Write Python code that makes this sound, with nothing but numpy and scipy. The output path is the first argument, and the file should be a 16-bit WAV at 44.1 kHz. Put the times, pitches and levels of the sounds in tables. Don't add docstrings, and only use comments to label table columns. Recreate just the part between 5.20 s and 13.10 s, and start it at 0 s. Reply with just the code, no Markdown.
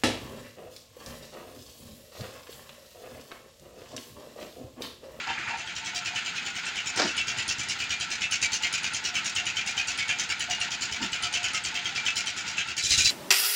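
import sys
import numpy as np
from scipy import signal
from scipy.fft import rfft, irfft, next_fast_len
from scipy.io import wavfile

SR = 44100
rng = np.random.default_rng(int(sys.argv[2]) if len(sys.argv) > 2 else 0)


def wrap_up_sound(samples):
    columns = np.atleast_2d(samples).T
    tamed = np.clip(columns, -1, 1)
    steps = np.round(tamed * 32767).astype(np.int16)
    wavfile.write(sys.argv[1], SR, steps)


N = 348554
TIME = np.arange(N) / SR

# lag after the knock in seconds, ring in dB, crack in dB.
CONTACTS = [(-.0105, -13.5, -4.5), (0.0, -4, 0.5), (.009, -3.5, -1), (.019, -3, -3), (.034, -5, -4)]
# frequency in Hz, relative level in dB.
CASING_COLOUR = [(200, -50), (550, -48), (1150, -20), (1400, -11), (1850, -12), (2300, -4.5), (2900, -9),
                 (3600, -11.5), (5000, -9.5), (7100, -8.5), (8100, -22), (10000, -31), (13000, -71),
                 (15300, -32.5)]
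# frequency in Hz, t60 in seconds.
CASING_DECAY = [(300, 0.22), (1400, 0.19), (2500, 0.22), (4000, 0.22), (7000, 0.15), (9000, 0.13),
                (15000, 0.024)]


def from_db(db):
    return 10 ** (np.asarray(db) / 20)


def at_time(points, times=TIME):
    return np.interp(times, *np.transpose(points))


def at_hz(points, hz):
    f, value = np.transpose(points)
    return np.interp(np.log(np.maximum(hz, 1e-3)), np.log(f), value)


def noise(colour):
    size = next_fast_len(N)
    gain = from_db(at_hz(colour, np.fft.rfftfreq(size, 1 / SR)))
    x = irfft(rfft(rng.standard_normal(size)) * gain, size)[:N]
    return x / np.std(x)


def drift(rate_hz):
    knots = rng.standard_normal(8000)
    x = np.interp(TIME * rate_hz, np.arange(len(knots)), knots)
    return x / np.std(x)


def clicks(times, sizes):
    at = np.round(np.ravel(times) * SR).astype(int)
    inside = (at >= 0) & (at < N)
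    return np.bincount(at[inside], np.ravel(sizes)[inside], N) + 1e-18


def ring(hits, hz, t60_s):
    r, w = np.exp(-np.log(1000) / (t60_s * SR)), 2 * np.pi * hz / SR
    return signal.lfilter([0, np.sin(w)], [1, -2 * r * np.cos(w), r * r], hits)


def decay(energy, t60_s):
    retained = np.exp(-2 * np.log(1000) / (t60_s * SR))
    return np.sqrt(signal.lfilter([1], [1, -retained], energy))


def drum():
    # frequency in Hz, relative level in dB.
    churn_colour = [(24, -35), (40, -38), (95, -9), (191, 0), (554, -13), (866, -2.5), (1200, -7.5),
                    (1420, 1), (1870, 3.5), (2640, 4.5), (5040, -4.5), (5560, -12.5), (6780, -5),
                    (11700, -49), (15000, -36)]
    gear_colour = [(900, -70), (1220, -6), (1330, 7), (1480, 9), (1650, -12.5), (2100, -43), (4000, -37)]
    # time in seconds, level in dB.
    levels = [(0.0, -37), (0.2, -41), (1.2, -38), (1.9, -37), (2.8, -38.5), (5.0, -37.5), (7.4, -37.5),
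              (7.7, -44.5)]
    gear = noise(gear_colour)
    churn = from_db(1.25 * drift(70)) * noise(churn_colour)
    gear *= from_db(-9 + 1.5 * drift(30))
    return (churn + gear) * from_db(at_time(levels))


def grit():
    # time in seconds, level in dB.
    levels = [(0, -44), (.06, -43), (.1, -37), (.2, -38), (.32, -38), (.4, -46), (.5, -90)]
    # frequency in Hz, relative level in dB.
    colour = [(600, -21), (1500, -3), (2100, -1.5), (2450, 2.5), (3000, -25), (6000, -45), (11000, -75)]
    return from_db(at_time(levels) + 2.6 * drift(120)) * noise(colour)


def drum_hums(faint_per_s=4.2, swell_s=.027):
    # peak time in seconds, pitch in Hz, level in dB.
    loud_hums = [(0.78, 715, -40), (0.94, 724, -43), (0.98, 1415, -42), (4.0, 1285, -40),
                 (4.589, 796, -43.5), (5.32, 721, -39), (6.051, 1320, -38.5), (6.18, 717, -43.5),
                 (6.36, 1275, -39), (6.58, 710, -45)]
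    # frequency in Hz, level in dB.
    shell_modes = [(718, -45), (800, -50), (890, -48), (1350, -44)]
    waver_cycles = .1 * drift(150)
    faint_hums = []
    for slot, (offset, pick, luck) in enumerate(rng.random((80, 3))):
        s = (slot + offset) / faint_per_s
        hz, db = shell_modes[int(pick * len(shell_modes))]
        if s < TIME[-1]:
            faint_hums.append((s, hz, db + 2 * luck - 1))
    out = np.zeros(N)
    for s, hz, db in loud_hums + faint_hums:
        span = np.abs(TIME - s) < .2
        t = TIME[span] - s
        swell = from_db(db) * np.exp(-(t / swell_s) ** 2 / 2)
        out[span] += swell * np.sin(2 * np.pi * (hz * t + waver_cycles[span]))
    return out * from_db(2.5 * drift(110))


def firings(first_s=.089, spread_db=(2.04, 1.93, 1)):
    # time in seconds, firings per second.
    speed = [(0.0, 10.163), (0.36, 10.159), (0.43, 11.584), (0.7, 9.983), (1.5, 9.815), (2.4, 9.589),
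             (3.3, 9.611), (4.2, 9.631), (4.9, 9.541), (5.5, 9.658), (6.5, 9.646), (7.53, 9.664),
             (7.58, 14.339)]
    # time in seconds, metallic ring in dB, sharp crack in dB, exhaust thud in dB.
    effort = [(0.1, -35, -52, -50), (0.38, -42, -46.5, -55), (0.75, -32.5, -35, -54.5),
              (1.25, -35.5, -40.5, -55), (2.0, -30.5, -33, -46.5), (2.75, -33, -36, -51.5),
              (3.25, -30, -31, -52), (3.7, -31, -34, -52), (4.2, -28.5, -32.5, -49.5),
              (4.8, -33, -35, -51.5), (5.3, -30.5, -31.5, -52.5), (5.8, -34, -35, -49.5),
              (6.3, -31.5, -34.5, -48), (6.9, -30, -33.5, -55.5), (7.48, -37, -39, -51.5),
              (7.58, -35, -33, -51.5), (7.7, -29.5, -22, -43.5), (7.9, -27.5, -23, -49)]
    # time in seconds, extra ring in dB, extra crack in dB.
    hard_knocks = [(1.98, 0, 1.5), (2.29, 3, 0.5), (2.6, 3.5, 0), (4.16, 3.5, 0), (4.89, 7.5, -1.5),
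                   (5.2, 4, -1.5), (6.24, 2, 3), (6.97, 2, 6), (7.38, 9.5, 6.5)]
    cycles = np.cumsum(at_time(speed)) / SR
    cycles -= np.interp(first_s, TIME, cycles)
    s = np.interp(np.arange(int(cycles[-1]) + 1), cycles, TIME)
    effort_s, *effort_db = np.transpose(effort)
    level_db = np.transpose([np.interp(s, effort_s, column) for column in effort_db])
    level_db += np.sqrt(3) * rng.uniform(-1, 1, level_db.shape) * spread_db
    for knock_s, ring_db, crack_db in hard_knocks:
        level_db[np.argmin(abs(s - knock_s))] += [ring_db, crack_db, 0]
    return (s, *level_db.T)


def nearness(times):
    # time in seconds, nearness from 0 to 1.
    approach = [(7.565, 0), (7.7, 1)]
    return at_time(approach, times)


def pipes(fired, gulp_t60_s=.17):
    # frequency in Hz, lag after the knock in seconds, level in dB, t60 in seconds.
    pipe_modes = [(878.5, -0.032, -42, 0.098), (714, .012, -42.5, 0.048), (922, -0.0013, -64, 0.13),
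                  (720, 0.019, -50, .16), (337.6, -0.0079, -59, 0.21), (489, -0.036, -63, 0.26)]
    # time in seconds, gain in dB.
    hoot_gain = [(0, 1), (.8, -2.5), (1.5, -4), (2.1, -3.5), (3.8, -1.5), (4.5, 0), (6.5, 2), (7.4, 0),
                 (7.7, -13)]
    s, out = fired[0], np.zeros(N)
    gulp_norm = np.sqrt(gulp_t60_s * SR / (2 * np.log(1000)))
    for hz, lag_s, db, t60_s in pipe_modes:
        sizes = from_db(db + at_time(hoot_gain, s) + 2 * rng.uniform(-.53, 1, len(s)))
        gulps = decay(clicks(s + lag_s, sizes ** 2), gulp_t60_s) * rng.standard_normal(N)
        out += ring(gulps / gulp_norm, hz, t60_s)
    return out


def hopper(thud_t60_s=.22, boom_t60_s=.21, scrape_t60_s=.26, push_t60_s=.07):
    # peak time in seconds, thud, boom, clang and scrape in dB, rise in seconds.
    bumps = [(0.074, -62, -59, -36.5, -40, .006), (.1, -44, -61, -36.5, -40, .006),
             (0.254, -61, -58, -48, -52, 0.0065), (.3, -58, -49, -41, -46, 0.011),
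             (.335, -62, -51, -38.5, -59, 0.014), (1.77, -48, -43, -44, -30, 0.021),
             (1.799, -46, -24.5, -41.5, -24, 0.021), (1.826, -39, -33, -45, -26.5, .006),
             (1.85, -34.5, -35, -52, -29, .008), (5.825, -33.5, -65, -41, -38, 0.035)]
    # frequency in Hz, level in dB, t60 in seconds.
    plate_modes = [(776, -5, 0.21), (854, -8.5, 0.22), (850, -1, 0.19), (922.5, 8.5, 0.12),
                   (1350, -7, 0.46), (1718, 6.5, 0.076)]
    # frequency in Hz, relative level in dB.
    thud_colour = [(60, -28), (130, -21), (200, 0), (320, -2), (430, -17), (800, -67), (5000, -81)]
    boom_colour = [(150, -40), (270, -10), (340, 1), (410, -7.5), (490, -7), (580, -8), (740, -7),
                   (1150, -14), (2000, -28), (8000, -70)]
    scrape_colour = [(400, -32), (1100, -8.5), (1450, 4), (2000, -1.5), (3200, -7), (4800, -0.5),
                     (7200, -11), (9000, -31), (14000, -47)]
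    thud_power, boom_power, scrape_power, push = np.zeros((4, N))
    for s, thud_db, boom_db, clang_db, scrape_db, rise_s in bumps:
        swell = np.exp(np.clip((TIME - s) * 2 / rise_s, -20, 0))
        age_s = np.clip(TIME - s, 0, .5)
        thud_power += (swell * from_db(thud_db - 60 * age_s / thud_t60_s)) ** 2
        boom_power += (swell * from_db(boom_db - 60 * age_s / boom_t60_s)) ** 2
        scrape_power += (swell * from_db(scrape_db - 60 * age_s / scrape_t60_s)) ** 2
        force = swell * from_db(-60 * age_s / push_t60_s)
        push += from_db(clang_db) * force / np.linalg.norm(force)
    clang = sum(from_db(db) * ring(push * rng.standard_normal(N) + 1e-18, hz, t60_s)
                for hz, db, t60_s in plate_modes)
    scrape = np.sqrt(scrape_power) * noise(scrape_colour) * from_db(2.5 * drift(300))
    thud = np.sqrt(thud_power) * noise(thud_colour)
    boom = np.sqrt(boom_power) * noise(boom_colour)
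    return thud + boom + scrape + clang


def pings(times, level_db, centre_hz, scatter_hz, t60_s, spread_db, rise_s=.00024):
    out, t = np.zeros(N + SR), np.arange(SR // 5) / SR
    envelope = (1 - np.exp(-t / rise_s)) * from_db(-60 * t / t60_s)
    for s, db, (detune, luck) in zip(times, level_db, rng.uniform(-.948, 1, (len(times), 2))):
        at = int(s * SR)
        tone = np.sin(2 * np.pi * (centre_hz + scatter_hz * detune) * t)
        out[at:at + len(t)] += from_db(db + spread_db * luck) * envelope * tone
    return out[:N]


def injector_and_piston(fired):
    s, ring_db, crack_db, _ = fired
    tick_s, rebound_s = s + CONTACTS[0][0], s + CONTACTS[3][0]
    capped_db = np.minimum(crack_db, -31)
    tick = pings(tick_s, capped_db - 7, centre_hz=8140, scatter_hz=1440, t60_s=.064, spread_db=7.5)
    clank = pings(s, ring_db + 4.5, centre_hz=2950, scatter_hz=349, t60_s=.085, spread_db=3.5)
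    clink = pings(s, capped_db - .5, centre_hz=5950, scatter_hz=1500, t60_s=.088, spread_db=6.5)
    rebound = pings(rebound_s, ring_db - .5, centre_hz=2526, scatter_hz=328, t60_s=.21, spread_db=7)
    return tick + clank + clink + rebound


def contact_sizes(fired, hz, spread_db, near_tick_db=6):
    s, ring_db, crack_db, _ = fired
    _, ring_share_db, crack_share_db = np.transpose(CONTACTS)
    crack_mix = np.interp(hz, [3200, 4200], [0, 1])
    level_db = (1 - crack_mix) * (ring_db[:, None] + ring_share_db)
    level_db += crack_mix * (crack_db[:, None] + crack_share_db)
    level_db[:, 0] += near_tick_db * nearness(s)
    per_firing = rng.uniform(-1, 1, (len(s), 1))
    per_contact = .5 * rng.uniform(-1, 1, level_db.shape)
    luck = from_db(spread_db * (per_firing + per_contact))
    return from_db(level_db) * luck / np.sqrt(np.mean(luck ** 2))


def casing(fired, contact_s, travel_s=.003, modes=44, spread_db=10, t60_share=.38):
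    size, out = SR // 4, np.zeros(N + SR)
    edges_hz = np.linspace(1500, 10500, modes + 1)
    pitches_hz = edges_hz[:-1] + np.diff(edges_hz) * rng.random((len(contact_s), modes))
    luck = from_db(spread_db * (2 * rng.random(pitches_hz.shape) - 1))
    gains = from_db(2.6 + at_hz(CASING_COLOUR, pitches_hz)) * luck / np.sqrt(np.mean(luck ** 2))
    arrival_s = contact_s[:, None] + travel_s * rng.random((len(contact_s), modes, len(CONTACTS)))
    ringing = contact_sizes(fired, hz=2500, spread_db=1)
    cracking = contact_sizes(fired, hz=5000, spread_db=1)
    for k, arrivals in enumerate((arrival_s * SR).astype(int)):
        start = arrivals.min()
        for at, hz, gain in zip(arrivals, pitches_hz[k], gains[k]):
            sizes = gain * (ringing[k] if hz < 3700 else cracking[k])
            hits = np.bincount(at - start, sizes, size)[:size]
            out[start:start + size] += ring(hits, hz, t60_share * at_hz(CASING_DECAY, hz))
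    return out[:N]


def block(fired, contact_s, gain_db=-7.5, travel_s=.004):
    # frequency in Hz, level in dB, t60 in seconds, change when near in dB.
    block_modes = [(1880, -16, .1, 13), (2325, -6, .12, 3), (2383, -2, .13, 0), (2570, -4, .12, 0),
                   (2699, 1, .12, -3), (2790, -3, .09, 3), (2890, 0, .11, 0), (3050, -3, .08, 0),
                   (3200, 0, .1, -4), (3700, -10, .09, 3), (4014, -9, .14, 6), (4950, -8, .08, -5),
                   (5302, -4, .1, -6), (6067, -7, .09, -3), (6310, -8, .08, 0), (7003, -4, .07, -3)]
    out = np.zeros(N)
    for hz, db, t60_s, near_db in block_modes:
        sizes = from_db(gain_db + db + near_db * nearness(contact_s))
        sizes *= contact_sizes(fired, hz, spread_db=7)
        arrival_s = contact_s + travel_s * rng.random(contact_s.shape)
        out += ring(clicks(arrival_s, sizes), hz, t60_s)
    return out


def clatter(fired, contact_s, onset_hz=160, fizz_db=14):
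    size = next_fast_len(N)
    spectrum, bins_hz = rfft(noise(CASING_COLOUR), size), np.fft.rfftfreq(size, 1 / SR)
    centres_hz = np.r_[400, np.geomspace(1300, 15000, 11)]
    out = np.zeros(N)
    for hz, weights in zip(centres_hz, np.eye(len(centres_hz))):
        band = irfft(spectrum * np.interp(bins_hz, centres_hz, weights), size)[:N]
        blows = clicks(contact_s, contact_sizes(fired, hz, spread_db=4) ** 2)
        energy = signal.lfilter(*signal.butter(1, onset_hz, fs=SR), blows)
        lift = from_db(fizz_db) if hz > 10500 else 1
        out += lift * band * decay(energy, at_hz(CASING_DECAY, hz))
    return out * from_db(-3 + 1.5 * drift(350))


def exhaust(fired, puff_db=4.5, throb_db=-8.5, near_throb_db=18.5, rush_db=-4.5, lowpass_hz=420):
    # lag after the knock in seconds, relative level in dB.
    bounces = [(-.007, 6.5), (.008, -3.5), (0.025, -11.5)]
    # frequency in Hz, relative level in dB.
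    rush_colour = [(25, -24), (45, -37), (65, 7), (120, 2.5), (200, -6), (350, -3.5), (600, -16),
                   (1500, -60)]
    s, _, _, thud_db = fired
    lag_s, share_db = np.transpose(bounces)
    times = s[:, None] + lag_s
    sizes = from_db(thud_db[:, None] + share_db + rng.standard_normal(times.shape))
    puffs = from_db(puff_db) * ring(clicks(times - .0015, sizes), hz=150, t60_s=.015)
    throb_sizes = sizes * from_db(throb_db + near_throb_db * nearness(times))
    throb = ring(clicks(times - .003, throb_sizes), hz=72, t60_s=.06)
    rush = from_db(rush_db) * noise(rush_colour) * decay(clicks(times, sizes ** 2), t60_s=.36)
    return signal.sosfilt(signal.butter(2, lowpass_hz, fs=SR, output="sos"), puffs + throb) + rush


def guard_chatter(gain_db=-30.5, sing_db=-2):
    # frequency in Hz, relative level in dB.
    colour = [(1200, -30), (1750, -3), (2400, -14), (3500, 3), (7000, 0), (8500, -8), (11500, -19.5),
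              (15500, -32)]
    chatter = noise(colour) * from_db(2 * drift(300))
    sing = ring(chatter, hz=4014, t60_s=.094)
    return nearness(TIME) * from_db(gain_db) * (chatter + from_db(sing_db) * sing / np.std(sing))


def scene(top_cutoff_hz=10700):
    fired = firings()
    knock_s, lag_s = fired[0], np.transpose(CONTACTS)[0]
    contact_s = knock_s[:, None] + lag_s * (1 + .1 * rng.standard_normal((len(knock_s), len(lag_s))))
    soften_top = signal.butter(6, top_cutoff_hz, fs=SR, output="sos")
    struck = signal.sosfilt(soften_top, casing(fired, contact_s) + block(fired, contact_s))
    metal = struck + clatter(fired, contact_s) + injector_and_piston(fired) + guard_chatter()
    engine = metal + exhaust(fired) + pipes(fired)
    return (engine + drum() + drum_hums() + hopper() + grit())[None]


def record(dry, highpass_hz=48, lowpass_hz=15800):
    thin = signal.sosfilt(signal.butter(2, highpass_hz, "high", fs=SR, output="sos"), dry)
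    return signal.sosfilt(signal.ellip(10, .2, 80, lowpass_hz, fs=SR, output="sos"), thin)


dry = scene()
out = record(dry)
wrap_up_sound(out)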